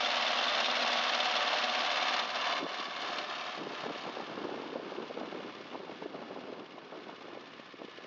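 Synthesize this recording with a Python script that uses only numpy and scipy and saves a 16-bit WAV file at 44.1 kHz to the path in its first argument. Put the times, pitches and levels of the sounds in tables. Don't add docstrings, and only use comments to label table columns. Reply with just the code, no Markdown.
import sys
import numpy as np
from scipy import signal
from scipy.fft import rfft, irfft, next_fast_len
from scipy.io import wavfile
from scipy.ndimage import map_coordinates

SR = 44100
rng = np.random.default_rng(int(sys.argv[2]) if len(sys.argv) > 2 else 0)


def log_audio(samples):
    frames = np.atleast_2d(samples).T
    limited = np.clip(frames, -1, 1)
    pcm = np.round(limited * 32767).astype(np.int16)
    wavfile.write(sys.argv[1], SR, pcm)


N = 355754


def amp(db):
    return 10 ** (np.asarray(db) / 20)


def unit(x):
    return x / np.sqrt(np.mean(x ** 2) + 1e-20)


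def along(points, hz):
    f, v = np.transpose(points)
    return np.interp(np.log(hz + 1), np.log(f + 1), v)


def curve(rows):
    return np.interp(np.arange(N) / SR, *np.transpose(rows))


def wobble(rate):
    knots = rng.standard_normal(int(N * rate / SR) + 4)
    return map_coordinates(knots, [np.arange(N) * rate / SR])


def coloured(x, db_of_hz):
    size = 2 * next_fast_len(N // 2 + 8192)
    cepstrum = irfft(np.log(amp(db_of_hz(np.fft.rfftfreq(size, 1 / SR)))))
    cepstrum[1:size // 2] *= 2
    cepstrum[size // 2 + 1:] = 0
    return irfft(rfft(x, size) * np.exp(rfft(cepstrum)))[:N]


def pulses(times, sizes):
    at = np.round(times * SR).astype(int)
    inside = (at >= 0) & (at < N)
    return np.bincount(at[inside], sizes[inside], N)


def swell(x, rise_s, fall_s):
    t = np.arange(SR // 8) / SR
    hump = (1 - np.exp(-t / rise_s)) * np.exp(-t / fall_s)
    return signal.fftconvolve(x, hump / hump.max())[:N]


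def firings():
    # t/s, f/Hz
    firing_rate = [(0, 74.08), (.6, 73.48), (1.2, 73.38), (2, 72.26), (2.8, 72.76), (3.4, 71.59),
                   (3.9, 69.2), (4.6, 68.96), (5.3, 68.42), (5.9, 65.67), (6.5, 63.22), (7.2, 64.24),
                   (8.07, 63.37)]
    return np.cumsum(curve(firing_rate)) / SR


def every_cycle(blows, jitter_s, scatter_db, cylinders=4):
    # t/s, factor on their accents in dB
    contrast = [(2.2, 0.96), (3.9, 0.34), (5.4, .3), (6.8, 1.4)]
    count = firings()
    place, db = np.transpose(blows)
    cycle_starts = np.arange(0, count[-1] - cylinders / 2, cylinders)
    places = (cycle_starts[:, None] + place).ravel()
    times = np.interp(places, count, np.arange(N) / SR, right=N)
    late, louder = rng.standard_normal((len(places), 2)).T
    typical_db = 10 * np.log10(np.mean(amp(db) ** 2))
    accents = np.resize(db - typical_db, len(places)) * np.interp(times, *np.transpose(contrast))
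    return pulses(times + jitter_s * late, amp(accents + scatter_db * louder))


def combustion(knock_db=-1, knock_top_hz=850, grit_db=1.16):
    # place/firing periods, relative level/dB
    knock_pattern = [(.53, -1), (1.1, -5.5), (1.48, -8.5), (2.02, -10), (2.48, 2), (3.2, -16.5),
                     (3.78, -10)]
    # place/firing periods, relative level/dB
    burst_pattern = [(.25, 0), (.55, -3), (1.32, -5.5), (2.34, -3.8), (2.63, -10), (3.42, -.3)]
    # f/Hz, level/dB
    whirr_colour = [(200, -2), (700, 2.3), (1500, 1.2), (3000, -3.8), (5000, -5.8)]
    knocks = unit(every_cycle(knock_pattern, jitter_s=.00007, scatter_db=1.5))
    knocks = coloured(knocks, lambda hz: -10 * np.log10(1 + (hz / knock_top_hz) ** 4))
    blows = every_cycle(burst_pattern, jitter_s=.0003, scatter_db=1.1)
    bursts = unit(swell(blows, rise_s=0.003, fall_s=0.0058) * rng.standard_normal(N))
    clatter = coloured(bursts, lambda hz: along([(200, -8.5), (900, -6.5), (2500, -2.0)], hz))
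    grit = unit(amp(grit_db * wobble(500)) * rng.standard_normal(N))
    whirr = coloured(grit, lambda hz: along(whirr_colour, hz))
    return clatter + whirr + amp(knock_db) * knocks


def dips_db(fall_s=0.058):
    # t/s, depth/dB, recovery/s
    dips = [(1.68, 1.5, 0.13), (2.26, 5.5, 0.21), (2.64, 7.5, 0.067), (2.9, 3.5, 0.15), (3.26, 4, 0.056),
            (3.62, 6, 0.15), (3.9, 3.5, 0.041), (4.8, 3.5, 0.032), (5.8, 4, 0.12), (6.09, 4, 0.14),
            (7.75, 3, 0.16)]
    t = np.arange(N) / SR
    return sum(np.interp(t, [s - fall_s, s, s + recovery], [0, depth, 0]) for s, depth, recovery in dips)


def passing_db(nearest_db=-34.5, nearest_s=0.71, nearest_m=6.04, speed_m_per_s=2.25):
    # t/s, loss/dB
    screen = [(2.5, -0.5), (2.7, 6.5), (3.2, 3.5), (3.45, 6.5), (4.0, 8), (4.35, 12), (5.15, 13.5),
              (5.7, 11.5), (6.35, 14), (6.8, 16), (7.1, 12.5), (8.07, 11)]
    t = np.arange(N) / SR
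    spread_db = 20 * np.log10(np.hypot(1, speed_m_per_s * (t - nearest_s) / nearest_m))
    return nearest_db - spread_db - curve(screen) - dips_db()


def sand_bounce(sound, longer=1.121, second_share=0.32):
    # t/s, delay/ms, share of the direct sound
    bounce = [(0, 1.65, 0.17), (1.7, 1.64, 0.12), (2.7, 1.72, 0.3), (3.5, 1.604, 0.26), (4.8, 1.706, 0.12),
              (6.8, 1.8, 0.11), (8.07, 1.58, 0.16)]
    delay = curve([(s, ms) for s, ms, _ in bounce]) * SR / 1000
    share = curve([(s, part) for s, _, part in bounce])
    late = lambda samples: map_coordinates(sound, [np.arange(N) - samples])
    return sound + share * (late(delay) + second_share * late(longer * delay))


def engine():
    # t/s, face (0 side, 1 rear quarter, 2 rear)
    facing = [(0, 0), (1.3, 0.097), (2.1, 0.42), (2.4, 0.49), (3.45, 1.08), (4.2, 1.3), (5.5, 2.08)]
    # f/Hz, side level/dB, quarter level/dB, rear level/dB
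    faces = [(50, -61, -42.5, -44.5), (99, -31.5, -16.5, -6), (167, -16.5, -11.5, 2), (280, -6.5, 3.5, 4),
             (430, -8.5, -5.5, -6), (592, 1.5, 1.5, 0), (860, 3, 7, 1.5), (1500, 2.5, 5, 3),
             (2410, 0.5, 3.5, 1), (3300, 4.5, 5, 3), (4500, -2, -0.5, -5.5), (5540, -6, -6.5, -9.5),
             (6770, -19, -16.5, -20), (7730, -39.5, -38, -38)]
    # f/Hz, width/Hz, side lift/dB, quarter lift/dB, rear lift/dB
    panels = [(233.4, 15, 11, 0, 0), (598.6, 15, 4.5, 5.5, -2), (728, 42, 6, 5.5, 0.5),
              (1040, 22, -6, 6, 6.5), (1132, 12, 5, 0.5, 0), (1166, 70, 1, 1.5, 3.5), (1750, 47, -1, 3, -2),
              (1910, 110, 0, -3.5, -1.5), (2180, 60, 4.5, 3.5, 3), (2490, 75, -2, -6.5, 2),
              (2700, 166, 4, 3, 1.5), (3520, 80, 3.5, 0, 1.5), (3980, 53, -4, -2.5, -1),
              (4086, 75, 5.5, -1, 2)]
    drive, aspect = combustion(), curve(facing)
    treble = signal.butter(4, [1800, 7000], "band", fs=SR, output="sos")
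    sound = np.zeros(N)
    for face in range(3):
        colour = [(f, levels[face]) for f, *levels in faces]
        resonances = lambda hz: sum(lifts[face] * np.exp(-((hz - f) / width) ** 2)
                                    for f, width, *lifts in panels)
        voice = coloured(drive, lambda hz: along(colour, hz) + resonances(hz))
        voice /= signal.sosfilt(treble, voice).std()
        sound += np.clip(1 - abs(aspect - face), 0, 1) * voice
    return amp(passing_db()) * sand_bounce(sound) + hitch(drive)


def chirps(level_db=-5):
    # t/s, relative peak level/dB, f/Hz
    pings = [(0.046, -23, 3400), (0.0604, -24, 3530), (0.2638, -24, 3630), (0.4808, -21, 3540),
             (0.644, -22, 3680), (0.7008, -23, 3500), (0.825, -23, 4110), (0.9183, -23.5, 3530),
             (1.2012, -23, 3620), (1.3638, -23, 3420)]
    t = np.arange(SR // 25) / SR
    hump = (1 - np.exp(-t / .004)) * np.exp(-t / .004)
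    sound = np.zeros(N + SR)
    for s, db, hz in pings:
        drift = np.cumsum(rng.normal(0, 0.052, len(t)))
        note = np.sin(2 * np.pi * hz * t + drift)
        sound[round(s * SR):][:len(t)] += amp(db + level_db) * hump / hump.max() * note
    return sound[:N]


def drone(waver_db=2.0, waver_rad=0.3):
    # multiple of the cycle rate, level/dB, loudest t/s, spread/s
    tones = [(4, -82, .8, 1.5), (13.5, -55.5, 1.0, 1.0), (27, -57, .8, .9), (37, -47.5, .9, .8),
             (40, -43.5, 1.48, .34), (40, -53, 3.15, .25), (57, -54, 2, 1.3), (57, -46, 2.48, .08),
             (62, -54.5, 2.2, .9)]
    t = np.arange(N) / SR
    cycles = firings() / 4
    sound = np.zeros(N)
    for multiple, db, s, spread in tones:
        beam = amp(db + waver_db * wobble(3.9)) * np.exp(-((t - s) / spread) ** 2 / 2)
        sound += beam * np.sqrt(2) * np.sin(2 * np.pi * multiple * cycles + waver_rad * wobble(12))
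    return sound


def harrow(clink_db=-9, sand_db=-56, sand_fade_db_per_s=0.8):
    # t/s, relative level/dB
    clinks = [(2.8544, -44), (3.018, -33.5), (3.184, -31), (7.8481, -50), (7.895, -50), (7.9748, -45.5)]
    # f/Hz, relative level/dB, t60/s
    link_modes = [(2930, 8.5, 0.055), (3510, 1.5, 0.05), (4200, 4, 0.035), (4670, 0, 0.055),
                  (5400, -18, 0.036)]
    # f/Hz, relative level/dB
    sand_colour = [(60, -25.5), (250, 7.5), (1000, 2), (3000, -1), (5000, -1.5), (7500, -34.5)]
    t = np.arange(SR // 8) / SR
    attack = 1 - np.exp(-t / 0.00073)
    links = np.zeros(N + SR)
    for s, db in clinks:
        ring = np.zeros(len(t))
        for hz, level, t60 in link_modes:
            decay = amp(level + rng.normal(0, 2.6) - 60 * t / t60)
            ring += decay * np.sin(2 * np.pi * hz * rng.normal(1, 0.009) * t)
        scrape = amp(-60 * t / 0.0085) * rng.standard_normal(len(t))
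        links[round(s * SR):][:len(t)] += amp(db + clink_db) * (ring + scrape) * attack
    hiss = unit(coloured(rng.standard_normal(N), lambda hz: along(sand_colour, hz)))
    hiss_db = sand_db + wobble(4.1) - sand_fade_db_per_s * np.arange(N) / SR
    return links[:N] + amp(hiss_db) * hiss


def wind_strength(rise_s=0.0059, fall_s=0.015, sag_db=0.9):
    # t/s, level/dB
    breeze = [(0, -65), (2.05, -65), (2.2, -55.5), (3.45, -54.5), (4.4, -47.5), (5.6, -51), (6.6, -49.5),
              (6.68, -56), (6.72, -49), (7.53, -56), (7.64, -62.5), (8.07, -56)]
    # start t/s, length/s, level/dB
    gusts = [(2.595, 0.074, -40.5), (3.02, 0.05, -47.5), (3.574, 0.17, -41.5), (3.832, 0.085, -41),
             (4.051, 0.05, -40.5), (4.16, 0.076, -44), (4.291, 0.076, -43.5), (4.365, 0.17, -42),
             (4.505, 0.55, -44.5), (5.169, 0.11, -41), (5.319, 0.19, -44.5), (5.714, 0.14, -47.5),
             (5.869, 0.066, -44.5), (6.016, 0.056, -44), (6.12, 0.53, -47), (6.921, 0.083, -44),
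             (7.07, 0.073, -48.5), (7.216, 0.18, -52.5), (7.79, 0.049, -48.5)]
    t = np.arange(N) / SR
    power = amp(curve(breeze)) ** 2
    for s, length, db in gusts:
        corners = [s - rise_s / 2, s + rise_s / 2, s + length - fall_s / 2, s + length + fall_s / 2]
        shape = np.interp(t, corners, [0, 1, amp(-sag_db), 0])
        power += (amp(db) * shape) ** 2
    return np.sqrt(power)


def sputter(lumps_db=3.0):
    # f/Hz, relative level/dB
    eddy_colour = [(25, -58.5), (45, -38.5), (70, -30), (110, -18), (160, -6), (250, 2), (400, 3.5),
                   (600, -2.5), (900, -6.5), (1400, -10), (2200, -32), (5000, -61)]
    lumps = amp(lumps_db * wobble(230)) * rng.standard_normal(N)
    return wind_strength() * unit(coloured(lumps, lambda hz: along(eddy_colour, hz)))


def buffets(level_db=-1.27, width_cycles=0.64, flank_db=-8.5, spacing_s=0.003):
    # t/s, relative peak level/dB, centre f/Hz
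    hits = [(2.608, -33, 450), (2.645, -32, 330), (2.666, -27.5, 596), (2.72, -38.5, 320), (2.8, -36, 300),
            (2.885, -37.5, 300), (3.103, -34, 310), (3.182, -41, 320), (3.37, -42, 300), (3.58, -34, 554),
            (3.671, -29, 429), (3.867, -27, 620), (3.9, -30.5, 553), (3.909, -32, 555), (3.96, -30, 440),
            (4.054, -29, 690), (4.077, -30.5, 458), (4.091, -28.5, 856), (4.172, -27, 585),
            (4.204, -26, 731), (4.382, -26, 497), (4.453, -27.5, 377), (4.493, -27, 602), (4.542, -29, 575),
            (4.577, -30, 513), (4.731, -31, 413), (4.759, -22.5, 503), (4.769, -31, 546), (4.8, -29, 510),
            (4.865, -33, 452), (4.922, -27.5, 535), (4.987, -26.5, 444), (5.102, -30, 544),
            (5.111, -29, 505), (5.176, -28.5, 532), (5.214, -26, 609), (5.234, -33, 443), (5.327, -30, 554),
            (5.363, -33.5, 449), (5.608, -35, 426), (5.747, -30, 870), (5.755, -26.5, 780),
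            (5.803, -31, 489), (5.897, -32.5, 620), (6.024, -32, 689), (6.061, -26.5, 473),
            (6.147, -32, 525), (6.222, -33, 589), (6.311, -31, 477), (6.364, -29.5, 693),
            (6.486, -31.5, 476.4), (6.527, -30, 457), (6.782, -33, 705), (6.924, -32.5, 659),
            (6.941, -35.5, 550), (7.096, -31.5, 824), (7.284, -33.5, 579), (7.353, -35, 597),
            (7.375, -33.5, 500), (7.598, -34.5, 413), (7.742, -36, 381), (7.819, -31, 585),
            (7.847, -32.5, 323), (7.886, -38.5, 407), (7.986, -35.5, 447), (8.047, -36.5, 424.6)]
    air = np.zeros(N + SR)
    t = np.arange(-SR // 100, SR // 50) / SR
    for s, db, hz in hits:
        for flank, (late, phase) in zip((-1, 0, 1), rng.standard_normal((3, 2))):
            cycles = (t - flank * spacing_s * np.exp(0.32 * late)) * hz
            eddy = np.exp(-(cycles / width_cycles) ** 2) * np.sin(2 * np.pi * cycles + phase)
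            air[round(s * SR) - SR // 100:][:len(t)] += amp(db + level_db + abs(flank) * flank_db) * eddy
    return coloured(air[:N], lambda hz: along([(30, -33.5), (80, -18.5), (200, 0.5)], hz))


def hitch(drive):
    # f/Hz, width/Hz, relative level/dB
    modes = [(1704, 45, 1), (2203, 45, -4), (2960, 90, -5)]
    # t/s, level/dB
    ring_level = [(4.8, -75), (5.7, -65.5), (6.1, -66), (6.9, -69), (7.3, -68), (8.07, -61)]
    power = lambda hz: sum(amp(db) ** 2 / (1 + ((hz - f) / width) ** 2) ** 2 for f, width, db in modes)
    ring = unit(coloured(drive, lambda hz: 10 * np.log10(power(hz))))
    return amp(curve(ring_level) - dips_db()) * ring


def scene():
    return (engine() + chirps() + drone() + harrow() + sputter() + buffets())[None]


def record(dry):
    top_hz = 7700
    size = next_fast_len(N + 8192)
    hz = np.fft.rfftfreq(size, 1 / SR)
    return irfft(rfft(dry, size) / np.sqrt(1 + (hz / top_hz) ** 160), size)[:, :N]


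dry = scene()
out = record(dry)
log_audio(out)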